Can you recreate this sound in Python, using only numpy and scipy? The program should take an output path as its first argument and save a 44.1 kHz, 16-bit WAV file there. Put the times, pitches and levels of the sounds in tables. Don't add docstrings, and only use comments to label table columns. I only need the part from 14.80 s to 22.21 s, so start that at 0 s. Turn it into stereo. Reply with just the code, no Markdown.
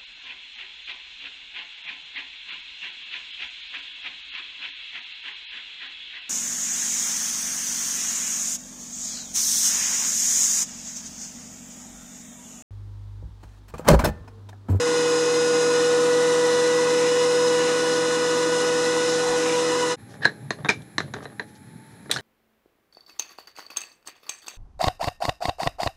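import sys
import numpy as np
from scipy import signal
from scipy.fft import rfft, irfft
from scipy.io import wavfile

SR = 44100
rng = np.random.default_rng(int(sys.argv[2]) if len(sys.argv) > 2 else 0)


def to_wav(s):
    ch = np.atleast_2d(s).T
    pcm = np.round(np.clip(ch, -1, 1) * 32767)
    wavfile.write(sys.argv[1], SR, pcm.astype(np.int16))


N = 326781
TIME = np.arange(N) / SR
FREQ = np.fft.rfftfreq(N, 1 / SR)

# f/Hz, level/dB, t60/s
WOOD_MODES = [(134, -9.5, 0.055), (220, -11, 0.032), (315, -9, 0.036), (427, -5.5, 0.031), (623, -1, 0.01),
              (740, -2, 0.013), (940, -11, 0.028), (1180, -4, 0.016), (1632, -4.5, 0.018),
              (1810, 2.5, 0.01), (3700, 2, 0.015), (4130, -5, 0.027), (5660, 6, 0.0034), (6540, 1, 0.0062)]


def amp(db):
    return np.exp(np.asarray(db) * (np.log(10) / 20))


def curves(table):
    s, *columns = np.transpose(table)
    return [np.interp(TIME, s, c) for c in columns]


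def walk(rate):
    step = 32
    coarse = TIME[::step]
    hz = np.fft.rfftfreq(len(coarse), step / SR)
    spectrum = rfft(rng.standard_normal(len(coarse))) * np.exp(-(hz / rate) ** 2)
    x = irfft(spectrum, len(coarse))
    return np.interp(TIME, coarse, x / x.std())


def band(x, lo_hz, hi_hz, order=2):
    edges = [lo_hz, min(hi_hz, .45 * SR)]
    return signal.sosfilt(signal.butter(order, edges, "band", fs=SR, output="sos"), x)


def noise(points, lift_db=0):
    hz, db = np.transpose(points)
    shape = np.interp(np.log(FREQ + 1), np.log(hz), db) + lift_db
    return irfft(rfft(rng.standard_normal(N)) * amp(shape), N) * np.sqrt(SR / 2)


def wide(centre, sides):
    return np.array([centre + sides, centre - sides])


def tone(phase, db, lag=0, pan_db=0):
    level = amp(db + wide(0, pan_db / 2)[:, None])
    return np.sqrt(2) * level * np.sin(phase + wide(0, lag / 2)[:, None])


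def swells(table):
    return sum(amp(db) * np.exp(-(2 * (TIME - s) / length) ** 2) for s, length, db in table)


def cutter_head(knife_phase):
    # t/s, level/dB
    drone_levels = [(0, -22), (.6, -21), (1.2, -19), (2.1, -20.5), (2.65, -19.5), (3.0, -23), (4.8, -23),
                    (5.12, -25.5)]
    # t/s, second level/dB, third level/dB, fourth level/dB
    overtone_levels = [(0, -42, -35.5, -40), (.45, -48, -37, -40.5), (.85, -45, -34, -57),
                       (1.1, -43, -34, -39), (1.35, -39, -35.5, -36), (1.95, -38.5, -36.5, -31.5),
                       (2.35, -43, -39, -37.5), (2.85, -36.5, -34.5, -36.5), (3.1, -42, -33.5, -39.5),
                       (3.35, -40, -34.5, -37), (4.15, -39.5, -34, -35.5), (4.6, -44, -36.5, -39),
                       (4.8, -38, -44, -39), (5, -36, -37, -36)]
    (drone_db,) = curves(drone_levels)
    second_db, third_db, fourth_db = curves(overtone_levels)
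    out = tone(knife_phase / 3, -43 + .5 * walk(8.4))
    out += tone(knife_phase, drone_db + 0.5 * walk(49), lag=0.092, pan_db=-2)
    out += tone(2 * knife_phase, second_db + 3 * walk(22), -0.8, -12.5)
    out += tone(3 * knife_phase, third_db + 1.15 * walk(19), -1.03, 2.0)
    return out + tone(4 * knife_phase, fourth_db + 2.0 * walk(34), 1.88, -3.0)


def motor(knife_phase, load):
    # multiple of shaft rate, level/dB, added by full load/dB, lag between ears/rad
    motor_lines = [(8, -47, 6.5, 1.47), (16, -40.5, 4.5, 1.34), (21, -47.5, 7.5, -.72)]
    # t/s, level change/dB
    whine_levels = [(0, -1.5), (.8, 1.5), (1.1, 0.5), (1.35, -7), (1.6, -3), (1.9, -0.5), (2.7, 4),
                    (2.95, -2.5), (3.15, 1.5), (4.3, 0.5), (4.7, -1), (4.85, 2), (4.95, -1), (5.1, 0)]
    motor_per_knife = .65155
    flutter_db, jitter_rad = 2.2, .4
    (whine_db,) = curves(whine_levels)
    shaft = motor_per_knife * knife_phase + 0.02 * walk(21)
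    out = tone(shaft + 0.31 * walk(6.0), -35.5 + 2.0 * walk(32.0), 0, 0.97)
    unsteady = 1 - .6 * load
    for multiple, db, load_db, lag in motor_lines:
        phase = multiple * shaft + unsteady * jitter_rad * walk(24)
        level_db = db + load_db * load ** 3 + whine_db + unsteady * flutter_db * walk(17.0)
        out += tone(phase, level_db, lag)
    mains = 2 * np.pi * 120 * TIME
    return out + tone(mains + 0.38 * walk(4.4), -53.0)


def arm_echo(x, lag_s=.002, reach=0.189, echo_db=-15):
    late = TIME - lag_s * np.exp(reach * walk(0.68))
    return x + amp(echo_db) * np.array([np.interp(late, TIME, ear) for ear in x])


def fan(ring_hz=2920, ring_width_hz=260):
    # f/Hz, level/dB per Hz
    air_centre = [(35, -93), (70, -78), (130, -77.5), (200, -67.5), (330, -60.5), (700, -66.5),
                  (1100, -67.5), (2300, -68.5), (4600, -73), (6500, -70), (9500, -76.5), (11700, -87.5),
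                  (12400, -106), (13000, -122)]
    # f/Hz, level/dB per Hz
    air_sides = [(35, -120), (120, -99), (210, -94), (340, -73), (600, -67), (1500, -73.5), (2500, -60.5),
                 (4000, -76.5), (5200, -90), (6100, -104), (8000, -77.5), (13600, -83.5), (15000, -126)]
    # f/Hz, width/Hz, level/dB
    housing_modes = [(263, 69, 7), (407, 42, 4), (713, 45, -13.5), (772, 225, 6), (1039, 115, 10),
                     (1251, 83, 9.5), (1785, 130, 5.5), (2051, 55, 8), (2234, 200, -11), (2913, 89, 11.5),
                     (3240, 170, -4.5), (3685, 490, 5), (4072, 135, 8.5), (5380, 500, 4), (6050, 360, 4.5),
                     (7220, 75, -8), (7250, 290, 5)]
    # t/s, level change/dB
    ring_levels = [(0, -0.5), (.5, -3), (1.4, -2), (2.22, -3), (2.37, 1), (2.85, -0.5), (3.05, -1.5),
                   (4.3, -2), (4.7, -3.5), (5.1, 2)]
    housing_db = sum(db * 2 ** -(2 * (FREQ - hz) / width) ** 2 for hz, width, db in housing_modes)
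    side_db = np.maximum(housing_db, 0)
    air = wide(noise(air_centre, housing_db), noise(air_sides, side_db))
    spectrum = rfft(air)
    roar = irfft(spectrum / (1 + (FREQ / 2400) ** 4), N)
    hiss = air - roar
    ring = irfft(spectrum * 2 ** -(2 * (FREQ - ring_hz) / ring_width_hz) ** 2, N)
    out = roar * amp(-0.3 + 0.14 * walk(24)) + hiss * amp(-0.53 + 0.58 * walk(24.0))
    (ring_db,) = curves(ring_levels)
    out += ring * (amp(ring_db) - 1)
    return arm_echo(out) * amp(wide(0, -0.2))[:, None]


def drags(hiss_db=-5, grain_db=3):
    # t/s, length/s, level/dB
    drag_strokes = [(2.24, 0.2, -39), (2.86, 0.22, -38), (4.69, 0.18, -34.5)]
    # t/s, length/s, level/dB
    scuff_strokes = [(3.15, .08, -36), (4.33, .12, -32.5)]
    grain = wide(rng.standard_normal(N), 0.12 * rng.standard_normal(N))
    grain = grain * amp(grain_db * np.tanh(walk(150)))
    rasp, hiss = band(grain, 2170, 2940), band(grain, 5800, 7000)
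    scuff = band(grain, 3400, 7300, order=4)
    dragging = rasp / rasp.std() + amp(hiss_db) * hiss / hiss.std()
    return swells(drag_strokes) * dragging + swells(scuff_strokes) * scuff / scuff.std()


def table_bump(s=4.49, hz=52, t60=0.32, db=-47, scuff_s=0.18, scuff_db=-33):
    t = np.maximum(TIME - s, 0)
    scuff = band(rng.standard_normal(N), 710, 980)
    nudge = tone(2 * np.pi * hz * t, db - 60 * t / t60)
    return nudge + swells([(s, scuff_s, scuff_db)]) * scuff / scuff.std()


def planer():
    free_knife_hz, load_sag_hz = 490.3, 5.1
    unload_s, recover_s = .85, .6
    load = np.exp(-np.maximum(TIME - unload_s, 0) / recover_s)
    knife_hz = free_knife_hz - load_sag_hz * load + 0.2164 * walk(6.06)
    knife_phase = 2 * np.pi * np.cumsum(knife_hz) / SR
    machine = cutter_head(knife_phase) + motor(knife_phase, load) + fan()
    return machine + drags() + table_bump()


def shop_air(sway_db=1.5, sway_rate=5):
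    # f/Hz, level/dB per Hz before the sway
    shop_centre = [(35, -108), (120, -66.5), (250, -72.5), (680, -92), (850, -85), (1000, -96),
                   (1400, -91.5), (1750, -86.5), (2050, -93.5), (2350, -92), (2800, -106), (4100, -95.5),
                   (4700, -107), (5350, -103), (5900, -109), (7400, -101), (8600, -111), (10700, -91),
                   (13000, -119)]
    # f/Hz, level/dB per Hz before the sway
    shop_sides = [(35, -119), (120, -75), (200, -100), (680, -95), (860, -85), (1000, -93), (2700, -91),
                  (6200, -106), (7400, -106), (8500, -124), (10700, -95.5), (12500, -116)]
    air = wide(noise(shop_centre), noise(shop_sides))
    spectrum = rfft(air)
    low, below_hiss = (irfft(spectrum / (1 + (FREQ / hz) ** 4), N) for hz in (450, 5000))
    middle, hiss = below_hiss - low, air - below_hiss
    low_sway, middle_sway = (amp(sway_db * walk(sway_rate) - .5) for _ in range(2))
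    return hiss + low * low_sway + middle * middle_sway


def shop_tone():
    # t/s, f/Hz
    tone_course = [(5.2, 805), (5.7, 830), (6.1, 790), (6.7, 840), (7.2, 900)]
    hz = curves(tone_course)[0] + 10 * walk(25)
    return tone(2 * np.pi * np.cumsum(hz) / SR, -63 + 2.5 * walk(6), .8)


def bench_bumps(push_s=0.0042):
    # t/s, level/dB
    bump_events = [(5.225, -40), (5.40, -35), (5.64, -38), (5.795, -30), (5.836, -27), (5.888, -30),
                   (5.974, -31), (6.183, -30), (6.265, -33)]
    bench_hz, bench_t60 = 135, 0.11
    out = 0
    for s, db in bump_events:
        t = np.maximum(TIME - s, 0)
        hz = bench_hz * (1 + 0.088 * rng.standard_normal())
        ring = tone(2 * np.pi * hz * t, db - 60 * t / bench_t60)
        out = out + ring * (1 - np.exp(-t / push_s))
    return out


def room(x):
    t = np.arange(SR // 3) / SR
    response = 0
    for lo_hz, hi_hz, early_db, tail_db, t60, width in [
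            (87.5, 450, -73, -38.0, 0.41, 0.042),
            (300, 4700, -34.5, -64, 0.19, 0.36),
            (2720, 11000, -39.5, -53.5, 0.3, 1.0)]:
        scatter = wide(rng.standard_normal(len(t)), width * rng.standard_normal(len(t)))
        decay = amp(early_db - 60 * t / 0.12) + amp(tail_db - 60 * t / t60)
        response = response + band(scatter, lo_hz, hi_hz) * decay
    response = response * np.clip(t / 0.0019 - 1, 0, 1)
    direct = np.pad(x, ((0, 0), (0, len(t) - 1)))
    return direct + signal.fftconvolve(x, response, axes=1)


def taps(taps_per_s=70):
    starts = (rng.random(N) < taps_per_s / SR) * rng.random(N)
    t = np.arange(SR // 20) / SR
    ring = sum(amp(db - 60 * t / t60) * np.sin(2 * np.pi * hz * t) for hz, db, t60 in WOOD_MODES)
    train = band(signal.fftconvolve(starts, ring)[:N], 410, 1730)
    return train / train.std()


def rubbing():
    # t/s, length/s, rub level/dB, bench rumble over rub/dB (more as the hand bears down)
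    slide_strokes = [(5.35, 0.13, -52, 5), (5.435, 0.038, -41.5, -2), (5.507, 0.11, -57, 6),
                     (5.65, 0.16, -60, 16), (5.806, 0.055, -47, 2), (5.994, 0.083, -54.5, 13),
                     (6.25, 0.12, -49, 12), (6.37, 0.049, -41, -5), (6.42, 0.074, -47, -1),
                     (6.5, 0.076, -51, -8), (6.62, 0.034, -44.5, -16), (7.305, .016, -36, -12),
                     (7.345, 0.022, -53, -14), (7.37, 0.085, -44, 2)]
    # t/s, length/s, level/dB
    squeak_strokes = [(5.432, 0.02, -29.5), (5.449, 0.008, -21)]
    # t/s, length/s, level/dB
    rustle_strokes = [(5.325, 0.081, -58), (6.44, 0.035, -54), (6.69, .03, -63), (6.76, 0.032, -60),
                      (6.87, 0.046, -74), (7.12, 0.066, -67), (7.26, .03, -66)]
    grain = wide(rng.standard_normal(N), 0.12 * rng.standard_normal(N)) * amp(2.4 * walk(300))
    bending = band(grain, 1620, 1830) + amp(-10) * band(grain, 4020, 4110)
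    low_bands = band(grain, 102, 151.0), band(grain, 270, 660)
    voices = *low_bands, band(grain, 2100, 4200), bending, band(grain, 3000, 6500)
    rumble, rub, hiss, squeak, cloth = (voice / voice.std() for voice in voices)
    sliding = swells([(s, length, db) for s, length, db, _ in slide_strokes])
    pressing = swells([(s, length, db + press_db) for s, length, db, press_db in slide_strokes])
    friction = rub + amp(-15) * hiss + amp(-3) * taps()
    squeaking = swells(squeak_strokes) * (squeak + amp(-10) * hiss)
    return pressing * rumble + sliding * friction + squeaking + swells(rustle_strokes) * cloth


def clack(thump_db, body_db, tick_db, ring_hz, ring_t60, ring_db, upper_hz, upper_db, pan_db,
          crack_db=0.5, crack_t60=0.02, upper_t60=0.015, ring_lag=1.33, contact_s=0.00047):
    t = np.arange(SR // 6) / SR
    crack = wide(rng.standard_normal(len(t)), 0.46 * rng.standard_normal(len(t)))
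    chatter = amp(-21 - 60 * t / 0.17)
    out = crack * (amp(crack_db - 60 * t / crack_t60) + chatter)
    ring_phase = 2 * np.pi * ring_hz * t + wide(0, ring_lag / 2)[:, None]
    out += amp(ring_db - 60 * t / ring_t60) * np.sin(ring_phase)
    upper_phase = 2 * np.pi * upper_hz * t + wide(0, 0.83)[:, None]
    out += amp(upper_db - 60 * t / upper_t60) * np.sin(upper_phase)
    for hz, db, t60 in WOOD_MODES:
        detune, size, lag, start = rng.standard_normal(4)
        ear_phase = wide(0, lag * min(hz / 2600, .8))[:, None]
        phase = 2 * np.pi * hz * (1 + 0.029 * detune) * t + start + ear_phase
        out += amp(db + 2 * size - 60 * t / t60) * np.sin(phase)
    out *= 1 - np.exp(-t / contact_s)
    parts = band(out, 170.0, 560), band(out, 720, 1990, order=3), band(out, 2600, 7150, order=3)
    levels_db = thump_db, body_db + 1.5, tick_db + 0.5
    attack = int(.006 * SR)
    out = sum(part * amp(db) / part[:, :attack].std() for part, db in zip(parts, levels_db))
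    return out * amp(wide(0, pan_db / 2))[:, None]


def snap(db, length_s=0.0022, tail_db=-20, t60=0.26):
    t = np.arange(SR // 5) / SR
    scatter = wide(rng.standard_normal(len(t)), 1.4 * rng.standard_normal(len(t)))
    click = band(scatter, 1800, 9800, order=3)
    rings = amp(-3.0) * np.sin(2 * np.pi * 3480 * t) + amp(-1) * np.sin(2 * np.pi * 3950 * t)
    rings = rings + amp(-15) * np.sin(2 * np.pi * 7950 * t + wide(0, 0.8)[:, None])
    contact = np.exp(-(t / length_s - 1) ** 2)
    tail = click * amp(tail_db - 60 * t / t60)
    return amp(db) * ((amp(-1) * click + rings) * contact + tail)


def knocks():
    # t/s, level/dB
    snap_events = [(6.019, -48), (6.337, -43), (7.3127, -13)]
    # t/s, level/dB, hardness as treble over body/dB, main ring f/Hz, its t60/s, its level/dB,
    # upper ring f/Hz, its level/dB, rebound after/s (0 for none), left minus right/dB
    clack_events = [(5.4525, -14, -3, 1660, 0.0089, 11, 4080, 16, 0.00076, 2),
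                    (5.4549, -11, -18, 1640, 0.012, 16.5, 4100, 5, 0, -2),
                    (5.7057, -18, -8, 1800, 0.013, 9, 4180, 6.5, 0, -1),
                    (5.792, -54, -25, 1500, .02, 0, 3900, 3, 0.002, -2),
                    (5.805, -52, -22, 1599, .012, -4, 4505, 5, 0.00026, -4),
                    (5.8472, -27, -7, 1060, 0.015, 2, 3730, 18, 0.0044, 1),
                    (5.8574, -28, -17, 1650, 0.0061, 0, 3630, 6, 0.0073, -1),
                    (5.8865, -26, -3, 1700, 0.012, 11, 3740, 10, 0.00019, 2),
                    (5.8904, -15.5, -2, 2367, 0.027, 10.5, 3950, 2, 0.0041, -5),
                    (5.9001, -22.5, -1.5, 2200, 0.025, 1, 5130, 2, .008, 0),
                    (6.1813, -19, -3, 1767, 0.016, 7, 4090, 7, 0.00098, 0),
                    (6.2032, -27.5, -9, 1760, .016, 3, 3990, 6, 0.0013, -2),
                    (6.278, -49, -20, 1402, .015, -2, 4100, 5, 0, -5),
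                    (6.3376, -32, -5, 1680, 0.0092, 4, 3650, -5, 0, -2),
                    (6.3412, -31, -15, 1350, 0.014, 5, 3650, 0, 0, -3),
                    (6.366, -41, -16, 800, 0.018, 4, 3650, 2, 0, -3),
                    (6.405, -43, -20, 1282, 0.023, 4, 3800, 5, 0.001, -3),
                    (6.4545, -35.5, -6, 1740, .01, -9, 4000, 24, 0.0043, -2),
                    (6.499, -51, -14, 1590, .015, -2, 4050, 10, 0.00067, -4),
                    (6.524, -52, -22, 899, .015, 3, 3900, 2, 0, -4),
                    (6.5957, -26, -7.5, 1830, 0.01, 8, 4050, 15, 0.0015, -1),
                    (7.258, -48, -21, 1730, 0.031, -9, 4046, 6, .006, -2),
                    (7.2955, -32.5, -17, 1314, 0.021, 9, 3684, 3, 0.00042, 1),
                    (7.304, -38, 1, 1402, .02, 3, 3600, 10, 0.0035, 0),
                    (7.313, -30, 6, 1860, 0.011, 11, 3960, 9, 0.005, -2),
                    (7.322, -34, 7, 1500, .015, 3, 3503, 10, 0, 0),
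                    (7.34, -40, 10, 1690, .015, 3, 5300, 6, 0.014, 0),
                    (7.3613, -25, -7, 1500, 0.022, 7, 3670, 3, 0.00018, -1.5),
                    (7.369, -31, -0.5, 1650, 0.021, 9, 4330, 8, 0.0023, 0),
                    (7.386, -42, 2, 1700, .015, 2, 3050, 13, 0.0017, -1),
                    (7.395, -41, -4, 1580, 0.018, 4, 3950, 8, .008, -5)]
    blows = [(s, snap(db)) for s, db in snap_events]
    for s, db, hard_db, ring_hz, ring_t60, ring_db, upper_hz, upper_db, rebound_s, pan_db in clack_events:
        contacts = [(s, db, hard_db)]
        if rebound_s > 0:
            contacts.append((s + rebound_s, db - 6, hard_db - 1.5))
        for at, body, hard in contacts:
            thump = body - 6 - 0.26 * hard - 0.43 * ring_db
            blow = clack(thump, body, body + hard, ring_hz, ring_t60, ring_db, upper_hz, upper_db, pan_db)
            blows.append((at, blow))
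    out = np.zeros((2, N + SR))
    for s, blow in blows:
        start, sound = int(s * SR), room(blow)
        out[:, start:start + sound.shape[1]] += sound
    return out[:, :N]


def free_strip(start_s=5.892, lag=1.0):
    # f/Hz, level/dB, t60/s
    strip_modes = [(2340, -23, 0.17), (2880, -39, .12), (3795, -49, .2)]
    t = np.maximum(TIME - start_s, 0)
    ring = sum(tone(2 * np.pi * hz * t, db - 60 * t / t60, lag) for hz, db, t60 in strip_modes)
    return ring * (1 - np.exp(-t / .003))


def ports(x, lo_hz=2700, hi_hz=3050, ring_db=5):
    return x + wide(0, amp(ring_db) * band(x.mean(axis=0), lo_hz, hi_hz, order=1))


def scene():
    change_s = 5.16
    outdoors = np.clip((change_s - TIME) / 0.037, 0, 1)
    indoors = np.clip((TIME - change_s) / 0.032, 0, 1)
    handling = knocks() + room(rubbing())[:, :N] + free_strip() + bench_bumps()
    return outdoors * planer() + indoors * (ports(handling) + shop_air() + shop_tone())


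def record(dry):
    low_pass = signal.ellip(8, .2, 70, 15600, fs=SR, output="sos")
    rounded = dry / (1 + (dry / .95) ** 4) ** .25
    return signal.sosfilt(low_pass, rounded)


dry = scene()
out = record(dry)
to_wav(out)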